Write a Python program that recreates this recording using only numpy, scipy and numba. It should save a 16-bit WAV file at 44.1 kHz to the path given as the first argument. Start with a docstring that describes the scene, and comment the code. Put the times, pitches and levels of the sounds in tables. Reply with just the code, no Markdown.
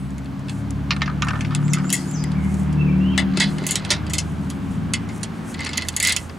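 """Soft traffic and a distant six-cylinder engine pulling away run throughout; hands and cloth rustle.
A steel socket rings faintly, then it and a ratchet knock and drag on concrete as they are picked up
(0.9-1.9 s) and clicked together. One bird whistles three falling calls (1.6-2.2 s), a second a lower
phrase (2.3-3.2 s). The socket seats on a hub bolt with clinks and dull thuds (3.2-3.9 s); the ratchet
is swung, teeth and loose parts rattling (5.5-6.2 s). A limiter ducks the loudest blows."""
import sys
import numpy as np
from scipy import signal
from scipy.fft import rfft, irfft, next_fast_len
from scipy.io import wavfile
from scipy.ndimage import map_coordinates
from numba import njit

SR = 44100
rng = np.random.default_rng(int(sys.argv[2]) if len(sys.argv) > 2 else 0)


def transcribe(u):
    """Save the signal u as a 16-bit wav file named by the first command-line argument.

    u: samples, shape (n,) or (channels, n), limited to [-1, 1]; the rate is SR.
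    q: integer samples, one column per channel.
    """
    v = np.clip(np.atleast_2d(u).T, -1, 1)
    q = np.round(v * 32767).astype(np.int16)
    wavfile.write(sys.argv[1], SR, q)


N = 281358
T = np.arange(N) / SR
APART = np.array([[1], [-1]])  # left +, right -

# Modes of a tool lying on concrete. Each row: frequency in Hz, width in Hz, level in dB.
GROUNDED_MODES = [(1252, 200, 24), (1510, 89, 13.5), (1785, 27, 9.5), (2100, 33, 2), (2800, 350, -2.5),
                  (3830, 690, -8), (4070, 250, -2.5), (5200, 200, -30), (5830, 610, -4), (7120, 240, -0.5)]
# Modes of the ratchet. Same columns.
RATCHET_MODES = [(600, 60, -14), (950, 200, -9), (1430, 90, -10), (1720, 70, -14), (1850, 50, -14),
                 (2000, 30, -4), (2118, 38, -3), (2660, 130, -6), (3030, 100, -9), (3250, 60, -11),
                 (3470, 90, -7), (3900, 300, -10), (4300, 250, -7), (4700, 120, -10), (5110, 150, -12),
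                 (5700, 400, -12), (6700, 250, -6), (7100, 350, -4), (7840, 200, -8), (8400, 300, -11),
                 (9210, 250, -11), (9690, 200, -12), (10200, 200, -13), (10900, 200, -9), (12300, 500, -22),
                 (12950, 200, -25), (14200, 600, -34)]


def undb(db):
    return 10 ** (np.asarray(db) / 20)


def level(x, rms_db):
    return x * undb(rms_db) / np.sqrt(np.mean(x ** 2))


def decay(t, t60_s):
    return np.exp(-np.log(1000) * t / t60_s)


def band(x, lo_hz, hi_hz, order=2):
    return signal.sosfilt(signal.butter(order, (lo_hz, hi_hz), "bandpass", fs=SR, output="sos"), x)


def pan(x, left_db):
    return x * undb(APART * left_db / 2)


def interp_log_hz(hz, table):
    points_hz, values = np.transpose(table)
    return np.interp(np.log(hz), np.log(points_hz), values)


def curves(table):
    """One curve over T per column after the time column."""
    times_s, *columns = np.transpose(table)
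    return [np.interp(T, times_s, column) for column in columns]


def walk(rate_hz):
    """Random points joined by lines; rms about 1.5."""
    return 1.88 * map_coordinates(rng.standard_normal(int(T[-1] * rate_hz) + 2), [T * rate_hz], order=1)


def swells(rows, rise_db_s, fall_db_s):
    """Gain of bouts that rise, hold and fall, linear in dB."""
    return sum(undb(db - rise_db_s * np.maximum(s - T, 0) - fall_db_s * np.maximum(T - s - hold_s, 0))
               for s, db, hold_s in rows)


def traffic():
    """Road noise: half-octave bands flicker separately and share a swell, the treble only slightly."""
    # Each row: time in seconds, relative level in dB.
    swell = [(0.0, -42), (0.28, -41), (0.98, -37.5), (1.67, -35.5), (2.24, -35.5), (3.91, -33.5),
             (4.46, -37), (5.79, -35.5), (6.38, -38.5)]
    # Each row: frequency in Hz, relative density in dB.
    spectrum = [(25, -30), (45, -12), (145, -5), (270, -8), (363, -15.5), (463, -23.5), (560, -19),
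                (850, -18.5), (1290, -21.5), (2200, -29.5), (4200, -36.5), (6500, -42.5), (11000, -49),
                (16000, -58)]
    # Each row: frequency in Hz, left-right correlation.
    correlation = [(25, 0.79), (130, 1), (300, 0.58), (600, 0.45), (2000, 0.67), (8000, 1)]
    out, swell_db = 0, curves(swell)[0]
    for hz in 30 * 2 ** np.arange(0, 9.2, .5):
        mid, side = band(rng.standard_normal((2, N)), hz / 2 ** 0.34, min(hz * 2 ** 0.34, 17000))
        alike = np.clip(interp_log_hz(hz, correlation), 0, .99)
        noise = np.sqrt(1 + alike) * mid + np.sqrt(1 - alike) * side * APART
        follow = .8 if hz < 3000 else .2
        db = interp_log_hz(hz, spectrum) + follow * (swell_db - swell_db[0]) + 0.5 * walk(7)
        out = out + pan(undb(db) * noise, -3.5 if hz < 90 else 0)
    return level(out, -32.5)


def engine(valley_db=-16):
    """Orders of the four-stroke cycle; air and echoes make each waver."""
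    # Speed, dipping at a gear change. Each row: time in seconds, cycle rate in Hz.
    speed = [(0.0, 11.5), (0.25, 11.5), (0.5, 11.72), (2.55, 12.82), (2.75, 12.42), (4.1, 13.16),
             (6.38, 14.0)]
    # Swells per clear order. Each row: peak time in seconds, level in dB, hold in seconds.
    clear_orders = {6: [(0.1, -34, 0.087), (0.7, -31.5, 0.7), (2.4, -27, 0.79), (4.0, -31.5, 0.47),
                    (4.8, -35.5, 0.18), (5.7, -36.5, 0.55)], 9: [(0.6, -30, 0.16), (1.3, -28.5, 0.37),
                    (2.2, -35, 0.32), (2.8, -37.5, 0.37), (3.75, -39, 0.058), (4.7, -41, 0.18),
                    (5.4, -55, .9)], 12: [(0.0, -32, 0.075), (0.4, -33, 0.43), (1.0, -28.5, 0.25),
                    (1.6, -20, 0.13), (2.2, -24.5, 0.16), (2.8, -17.5, 0.089), (3.45, -26.5, 0.14),
                    (4.0, -32, 0.34), (4.8, -30, 0.055), (5.2, -36, 0.26), (5.8, -47.5, 0.65)],
                    15: [(0.9, -33.5, 0.48), (1.7, -24.5, 0.18), (2.35, -24, .25), (2.95, -18, 0.097),
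                    (3.25, -23, 0.21), (3.85, -35, 0.27), (4.4, -33.5, 0.42), (5.2, -66, 0.042)],
                    8: [(3.9, -36, 0.37), (4.7, -33, .45)], 17: [(0.0, -34.5, 0.13), (0.5, -34, 0.91),
                    (4.3, -42, 0.13), (4.8, -36, 0.23), (5.5, -37.5, 0.11)], 23: [(0.1, -39, 0.26),
                    (0.7, -36.5, 0.14), (2.0, -41, 0.28), (4.0, -38.5, .1)], 21: [(1.0, -42.5, 0.12),
                    (1.4, -33.5, 0.68), (2.4, -38.5, 0.039), (2.8, -29.5, 0.36), (3.3, -32.5, 0.23),
                    (4.4, -40, 0.17), (5.0, -39, 0.11)]}
    # Offset in dB per weak order.
    weak_orders = {11: 0, 13: -0.9, 14: 0, 16: -1.1, 19: -25, 20: -6, 22: -26, 24: -8.5}
    # Base of the weak orders. Each row: time in seconds, level in dB.
    weak_base = [(0.0, -31), (1.4, -33), (2.0, -39), (2.5, -32), (3.4, -31), (3.8, -49), (4.4, -27),
                 (5.4, -34), (5.9, -46.5), (6.38, -50)]
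    # Exhaust resonances lifting the weak orders. Each row: frequency in Hz, half-width in Hz, peak in dB.
    exhaust = [(108.4, 5.7, -5), (144.8, 1.9, -9), (198, 10.2, -3.5), (257, 6.5, -11), (289, 18.4, -7.5)]
    cycle_hz, base_db = curves(speed)[0], curves(weak_base)[0]
    order_db = {order: 20 * np.log10(swells(rows, rise_db_s=60, fall_db_s=69.5))
                for order, rows in clear_orders.items()}
    order_db[27] = order_db[21] - 9
    for order, offset_db in weak_orders.items():
        lift = sum(undb(db) / (1 + ((order * cycle_hz - hz) / width) ** 2) for hz, width, db in exhaust)
        order_db[order] = base_db + offset_db + 20 * np.log10(lift + undb(valley_db)) + 3 * walk(4)
    cycle_rad, out = 2 * np.pi * np.cumsum(cycle_hz) / SR, 0
    for order, db in order_db.items():
        drift_rad = 2 * np.pi * rng.random() + 0.26 * walk(9)
        left_lag_rad = .5 * min(order / 18, 1) + 0.24 * walk(1.835)
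        tone = np.sqrt(2) * np.sin(order * cycle_rad + drift_rad - APART * left_lag_rad / 2)
        out = out + pan(undb(db) * tone, -3.2 if order < 8 else 2.)
    return out


def whistles(notes, roughness, echo_db, echo_t60_s):
    """Near-sine notes with pitch jitter, smeared by echoes from trees."""
    direct = 0
    for note in notes:
        hz, db = curves(note)
        gate = np.clip(np.minimum(T - note[0][0], note[-1][0] - T) / 0.0033, 0, 1)
        phase = 2 * np.pi * np.cumsum(hz + roughness * walk(150)) / SR
        direct = direct + gate * np.sqrt(2) * undb(db) * np.sin(phase)
    t = T[:SR // 2]
    trees = level(rng.standard_normal((2, len(t))) * decay(t, echo_t60_s), 0) / np.sqrt(len(t))
    return direct + undb(echo_db) * signal.fftconvolve(direct[None], trees)[:, :N]


def high_bird():
    """One falling whistle, three times."""
    # Each row: fraction of the call, pitch in Hz, offset in dB.
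    contour = [(0, 6800, -8), (.13, 7300, 1.5), (.36, 7460, -3), (.48, 6280, 7), (.6, 5150, -4.5),
               (.85, 5110, -1), (1, 4390, -2)]
    # Each row: start in seconds, length in seconds, pitch factor, level in dB.
    calls = [(1.629, .16, 1, -49.5), (1.837, 0.18, 0.99, -45), (2.07, .165, .99, -44.5)]
    notes = [[(s + part * length_s, hz * factor, db + offset_db) for part, hz, offset_db in contour]
             for s, length_s, factor, db in calls]
    return whistles(notes, roughness=160., echo_db=3.0, echo_t60_s=0.4)


def near_bird():
    """Four gliding whistles."""
    # One list per note. Each row: time in seconds, pitch in Hz, level in dB.
    notes = [
        [(2.35, 2350, -49), (2.39, 2223, -47), (2.425, 2140, -50), (2.47, 2100, -49)],
        [(2.77, 2640, -54), (2.815, 2620, -33.5), (2.85, 2595, -55), (2.89, 2400, -38), (2.92, 2250, -52),
         (2.94, 2300, -48)],
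        [(3.0, 2630, -44), (3.04, 2820, -43), (3.075, 3000, -40), (3.11, 3200, -46), (3.16, 3230, -49)],
        [(3.11, 2800, -50), (3.135, 2740, -41), (3.16, 2250, -46)],
    ]
    return whistles(notes, roughness=29.6, echo_db=1.5, echo_t60_s=0.6)


def contacts(shape, rate_hz, spread_db):
    """Sparse impulses of uneven size."""
    touches = rng.random(shape) < rate_hz / SR
    return touches * undb(spread_db * np.minimum(rng.exponential(size=shape), 3))


def rustle():
    """Skin and cloth rubbing: soft hiss with dry ticks."""
    # Each row: peak time in seconds, level in dB, hold in seconds.
    bouts = [(0, -65, .02), (.55, -55, 0.017), (1.3, -58.5, 0.52), (2.0, -50, .1), (2.45, -50.5, 0.18),
             (3.5, -52.5, 0.18), (4.3, -56.5, 0.25), (4.72, -55.5, 0.022), (5.15, -48.5, 0.023),
             (5.5, -48, 0.012), (5.85, -50, 0.18), (6.17, -47, 0.071)]
    ticks = contacts(N, rate_hz=90, spread_db=3.5) * np.sign(rng.random(N) - .5)
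    hiss = rng.standard_normal(N) + 0.067 * rng.standard_normal((2, N))
    rub = level(hiss, 0) * undb(2.5 * walk(25)) + level(ticks, -6)
    return level(band(rub, 5800, 9950), 0) * swells(bouts, rise_db_s=125, fall_db_s=128)


def socket_ring():
    """The free socket rings thinly after a tap."""
    # Each row: start in seconds, frequency in Hz, level in dB, t60 in seconds.
    partials = [(0, 7900, -60, 1.1), (0, 9475, -55, .55), (0, 11100, -68, 1.7), (0, 13610, -69, 1.9),
                (.907, 8900, -59, 0.79)]
    return sum((T >= s) * undb(db) * decay(T - s, t60_s) * np.sin(2 * np.pi * hz * T)
               for s, hz, db, t60_s in partials)


def ringing(modes, click_db, scatter_db):
    """Impulse response of a part: a broad click and damped modes, slightly different per strike."""
    hz, width_hz, db = (column[:, None] for column in np.transpose(modes))
    t = T[:SR // 8]
    detune, phase, scatter = rng.standard_normal((3, len(modes), 1))
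    tones = np.sin(2 * np.pi * hz * (1 + 0.0045 * detune) * t + np.pi * phase)
    gains = undb(db + scatter_db * scatter) * np.sqrt(np.abs(width_hz) / SR)
    ring = np.sum(gains * np.exp(-np.pi * np.abs(width_hz) * t) * tones, axis=0)
    ring[0] += undb(click_db)
    return ring


def scrape(modes, rate_hz, spread_db, click_db, band_hz):
    """Dense micro-contacts excite the modes; unit rms."""
    grit = contacts((2, N), rate_hz, spread_db) * rng.standard_normal((2, N))
    rung = signal.fftconvolve(grit, ringing(modes, click_db, 0)[None])[:, :N]
    mid, side = band(rung, *band_hz)
    return level(mid + 0.22 * side * APART, 0)


def concrete_drag():
    """A tool scrapes over concrete."""
    # Each row: peak time in seconds, level in dB, hold in seconds.
    bouts = [(1.11, -44, 0.0044), (1.24, -60, .06), (1.36, -35, .005), (1.53, -49, 0.0083),
             (1.6, -46, 0.083), (1.77, -32.5, .004), (1.85, -40.5, 0.0056)]
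    grind = scrape(GROUNDED_MODES, rate_hz=1500, spread_db=10, click_db=8, band_hz=(990, 3000))
    return grind * swells(bouts, rise_db_s=252, fall_db_s=353)


def steel_chatter():
    """Loose steel parts rattle through the ratchet's modes."""
    # Each row: peak time in seconds, level in dB, hold in seconds.
    bouts = [(3.19, -44, 0.0058), (3.39, -31, 0.0055), (3.6, -41.5, 0.22), (3.9, -35.5, 0.0032),
             (5.62, -31.5, 0.015), (5.72, -45, 0.031), (5.8, -30.5, 0.0044), (5.92, -51, 0.057),
             (6.06, -21.5, 0.05)]
    rattle = scrape(RATCHET_MODES, rate_hz=1200, spread_db=-8, click_db=-7, band_hz=(1480, 4500))
    return rattle * swells(bouts, rise_db_s=285, fall_db_s=322)


def hub_thuds(attack_s=0.0018):
    """The socket seats; the heavy hub carries dull, damped knocks."""
    # Each row: start in seconds, level in dB, pitch in Hz, t60 in seconds.
    thuds = [(3.179, -31, 354, 0.042), (3.372, -15.5, 349, 0.067), (3.402, -25, 352, 0.14),
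             (3.618, -19.5, 363, 0.057), (3.906, -25, 357, 0.12)]
    # Each row: pitch ratio, relative level in dB.
    overtones = [(1.7, -10), (2.6, -17), (3.9, -12)]
    out = np.zeros(N)
    for s, db, hz, t60_s in thuds:
        t = np.maximum(T - s, 0)
        phase = 2 * np.pi * hz * t
        tone = np.sin(phase) + sum(undb(over_db) * np.sin(ratio * phase) for ratio, over_db in overtones)
        out += undb(db) * np.minimum(t / attack_s, 1) * decay(t, t60_s) * tone
    return out


def blows(events, modes, colour, crack_db, crack_s, click_db, scatter_db, width):
    """Per blow, a sharp crack and a dying rattle excite the modes, weighted in five bands."""
    # Each row: low edge in Hz, high edge in Hz.
    bands_hz = ((2300, 5500), (500, 1800), (1800, 2300), (5500, 9400), (9400, 15500))
    t60_factors = (1.04, 1.62, 0.91, 0.74, 0.57)  # per band; treble dies first
    out, t = np.zeros((2, N + SR)), T[:SR // 6]
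    size = next_fast_len(2 * len(t))
    filters = [rfft(band(t == 0, *edges, order=3), size) for edges in bands_hz]
    for s, level_db, bright_db, tone_db, t60_s in events:
        band_db = level_db + np.array(colour) @ (1, bright_db, tone_db)
        ring = rfft(ringing(modes, click_db, scatter_db), size)
        rebounds = np.repeat(undb(2.0 * rng.standard_normal(len(t) // 70 + 1)), 70)[:len(t)]
        noise = rebounds * rng.standard_normal((2, len(t)))
        left_db, start = 2.4 * rng.standard_normal() - .6, int(s * SR)
        for db, bandpass, factor in zip(band_db, filters, t60_factors):
            force = noise * (decay(t, t60_s * factor) + undb(crack_db) * np.exp(-t / crack_s))
            mid, side = irfft(rfft(force, size) * ring * bandpass, size)[:, :len(t)]
            pair = mid + width * side * APART  # echoes off wheel and ground differ left and right
            out[:, start:start + len(t)] += pan(pair, left_db) * undb(db) / np.abs(mid).max()
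    return out[:, :N]


def concrete_knocks():
    """The tools knock on concrete."""
    # Each row: start in seconds, level in dB, brightness in dB, low tone in dB, base t60 in seconds.
    knocks = [(0.9066, -5, -17, -10, 0.075), (0.9638, -26, -7, 0, 0.045), (1.0087, -30, -24, -3, 0.051),
              (1.0183, -8.5, -38, -5, 0.072), (1.059, -26, -15, -15, 0.087),
              (1.0774, -24.5, -25, 7.5, 0.056), (1.098, -33.5, -22, 8, 0.042), (1.2212, -13, -4, -2, .084),
              (1.2692, -32.5, -9, 13.5, .08), (1.2845, -15.5, -6.5, -7, 0.08),
              (1.3068, -20.5, -24, 3.5, 0.034), (1.3327, -37, -13, 17, 0.16), (1.3548, -32.5, -21, 8, 0.15),
              (1.4076, -17.5, -1.5, -22, .086), (1.4479, -22, -19, -33, 0.11), (1.508, -29, -13, 4, 0.22),
              (1.7842, -30, -5.5, 3.5, .12)]
    # One row per band: offset in dB, dB per dB of brightness, dB per dB of low tone.
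    colour = [(1, 0, 0), (-0.5, 0, 1), (-3, 0.7, 1.15), (6, 2, 0.5), (-27, 2, 2)]
    return blows(knocks, GROUNDED_MODES, colour,
                 crack_db=0.5, crack_s=0.0019, click_db=-11, scatter_db=-1, width=0.26)


def steel_clinks():
    """Steel strikes steel, ratchet teeth included."""
    # Each row: start in seconds, level in dB, brightness in dB, handle tone in dB, base t60 in seconds.
    clinks = [(0.1053, -45, 5, -8, .05), (0.181, -38, 5.5, -3, 0.064), (0.2444, -53, 11, -3, .06),
              (0.257, -37.5, -11, -12, 0.044), (0.3934, -51, 12, -5, .05), (0.484, -29, -9, -15, 0.096),
              (0.4947, -25, -3, -15, 0.085), (0.7063, -31, 7, -14, 0.028), (1.247, -40, 11, -10, .06),
              (1.5485, -13, 2, -15, 0.079), (1.6796, -30, -7, -4.5, 0.069), (1.7337, -13, 7.5, -33, 0.09),
              (1.894, -23, -5, -14, 0.057), (1.9019, -17, 6.5, -13, 0.089), (1.9265, -11, 10.5, -4.5, 0.19),
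              (2.1114, -36.5, 9.5, -8, .065), (2.2388, -26.5, 7, -4, 0.015), (2.317, -31, -7, -12, .09),
              (2.542, -37, 10, -12, 0.041), (2.5964, -42.5, 12, -5, .053), (2.7267, -36.5, 3.5, -13, .073),
              (3.1773, -3.5, -8, -4, 0.11), (3.3717, -14.5, -4, -15, 0.12), (3.3994, -13, 0, -13, .1),
              (3.4035, -4.5, -6, -2, 0.18), (3.5828, -25, -7, -4.5, 0.036), (3.638, -35, -1, 6, 0.15),
              (3.6661, -17, 10.5, -15, 0.13), (3.6894, -19, -3, -8, 0.19), (3.7085, -18, 13.5, -5.5, 0.14),
              (3.7555, -8, 2.5, -16, 0.095), (3.8483, -21, -7.5, -19, 0.075), (3.904, -4, -5, -9, 0.14),
              (4.0655, -31, -6, -7, 0.077), (4.0973, -30, 5, 1, .13), (4.1343, -12.5, 3.5, -28, 0.14),
              (4.1825, -13, 4.5, -19, 0.11), (4.5002, -27.5, 7.5, -11, 0.088),
              (4.9353, -10, 2.5, -41, 0.098), (5.089, -36, 1.5, 0, 0.15), (5.231, -20, 4, -12.5, 0.076),
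              (5.5412, -25, -8, -4.5, 0.058), (5.5917, -28, -8, 2.5, 0.12), (5.6048, -24, -4.5, -2, 0.051),
              (5.6479, -21, -3, -6, 0.044), (5.6615, -19.5, -13, -1.5, 0.051),
              (5.666, -19.5, -10, -5, 0.068), (5.6905, -22.5, -6, -3, 0.11), (5.7318, -19, -8.5, -8, .09),
              (5.7735, -16.5, 6.5, -18, 0.047), (5.778, -11, 4, -7, 0.049), (5.8207, -18.5, -5, -4.5, .076),
              (5.8488, -42, 9, 14, .04), (5.885, -12.5, 5.5, -25, 0.061), (5.964, -16, 11, -10, 0.093),
              (6.0001, -14, 8, -5.5, .082), (6.0264, -14, 9, 0, 0.19), (6.0494, -9, 4, -13, 0.048),
              (6.0711, -16.5, 11, 3, 0.15), (6.0935, -9.5, 1, -15, 0.12), (6.122, -13, 6.5, -27, .07),
              (6.163, -11, 4.5, -28, .09), (6.2956, -31, -18, -3.5, .04)]
    # One row per band: offset in dB, dB per dB of brightness, dB per dB of handle tone.
    colour = [(0, -0.085, 0.014), (-16, -0.81, 0), (0.5, -0.082, 0.85), (1, 0.71, 0.037), (-13.5, 1.45, 0)]
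    return blows(clinks, RATCHET_MODES, colour,
                 crack_db=6, crack_s=0.001, click_db=-29, scatter_db=1, width=0.19)


def scene():
    tools = concrete_knocks() + steel_clinks() + hub_thuds()
    tools += concrete_drag() + steel_chatter() + socket_ring()
    return tools + near_bird() + high_bird() + engine() + rustle() + traffic()


@njit
def follower(x, attack, release):
    """Peak envelope; coefficients per sample."""
    peak, out = 0., np.empty(len(x))
    for i in range(len(x)):
        peak += (x[i] - peak) * (attack if x[i] > peak else release)
        out[i] = peak
    return out


def record(dry, threshold_db=-9, attack_s=0.00025, release_s=0.0038, cutoff_hz=16200):
    """A limiter ducks everything under the loudest blows; soft clip and steep low-pass follow."""
    peak = follower(np.abs(dry).max(axis=0), 1 / (attack_s * SR), 1 / (release_s * SR))
    limited = dry * np.minimum(1, undb(threshold_db) / (peak + 1e-9))
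    clipped = 0.81 * np.tanh(limited / 0.81)
    return signal.sosfilt(signal.ellip(12, .2, 90, cutoff_hz, fs=SR, output="sos"), clipped)


dry = scene()
out = record(dry)
transcribe(out)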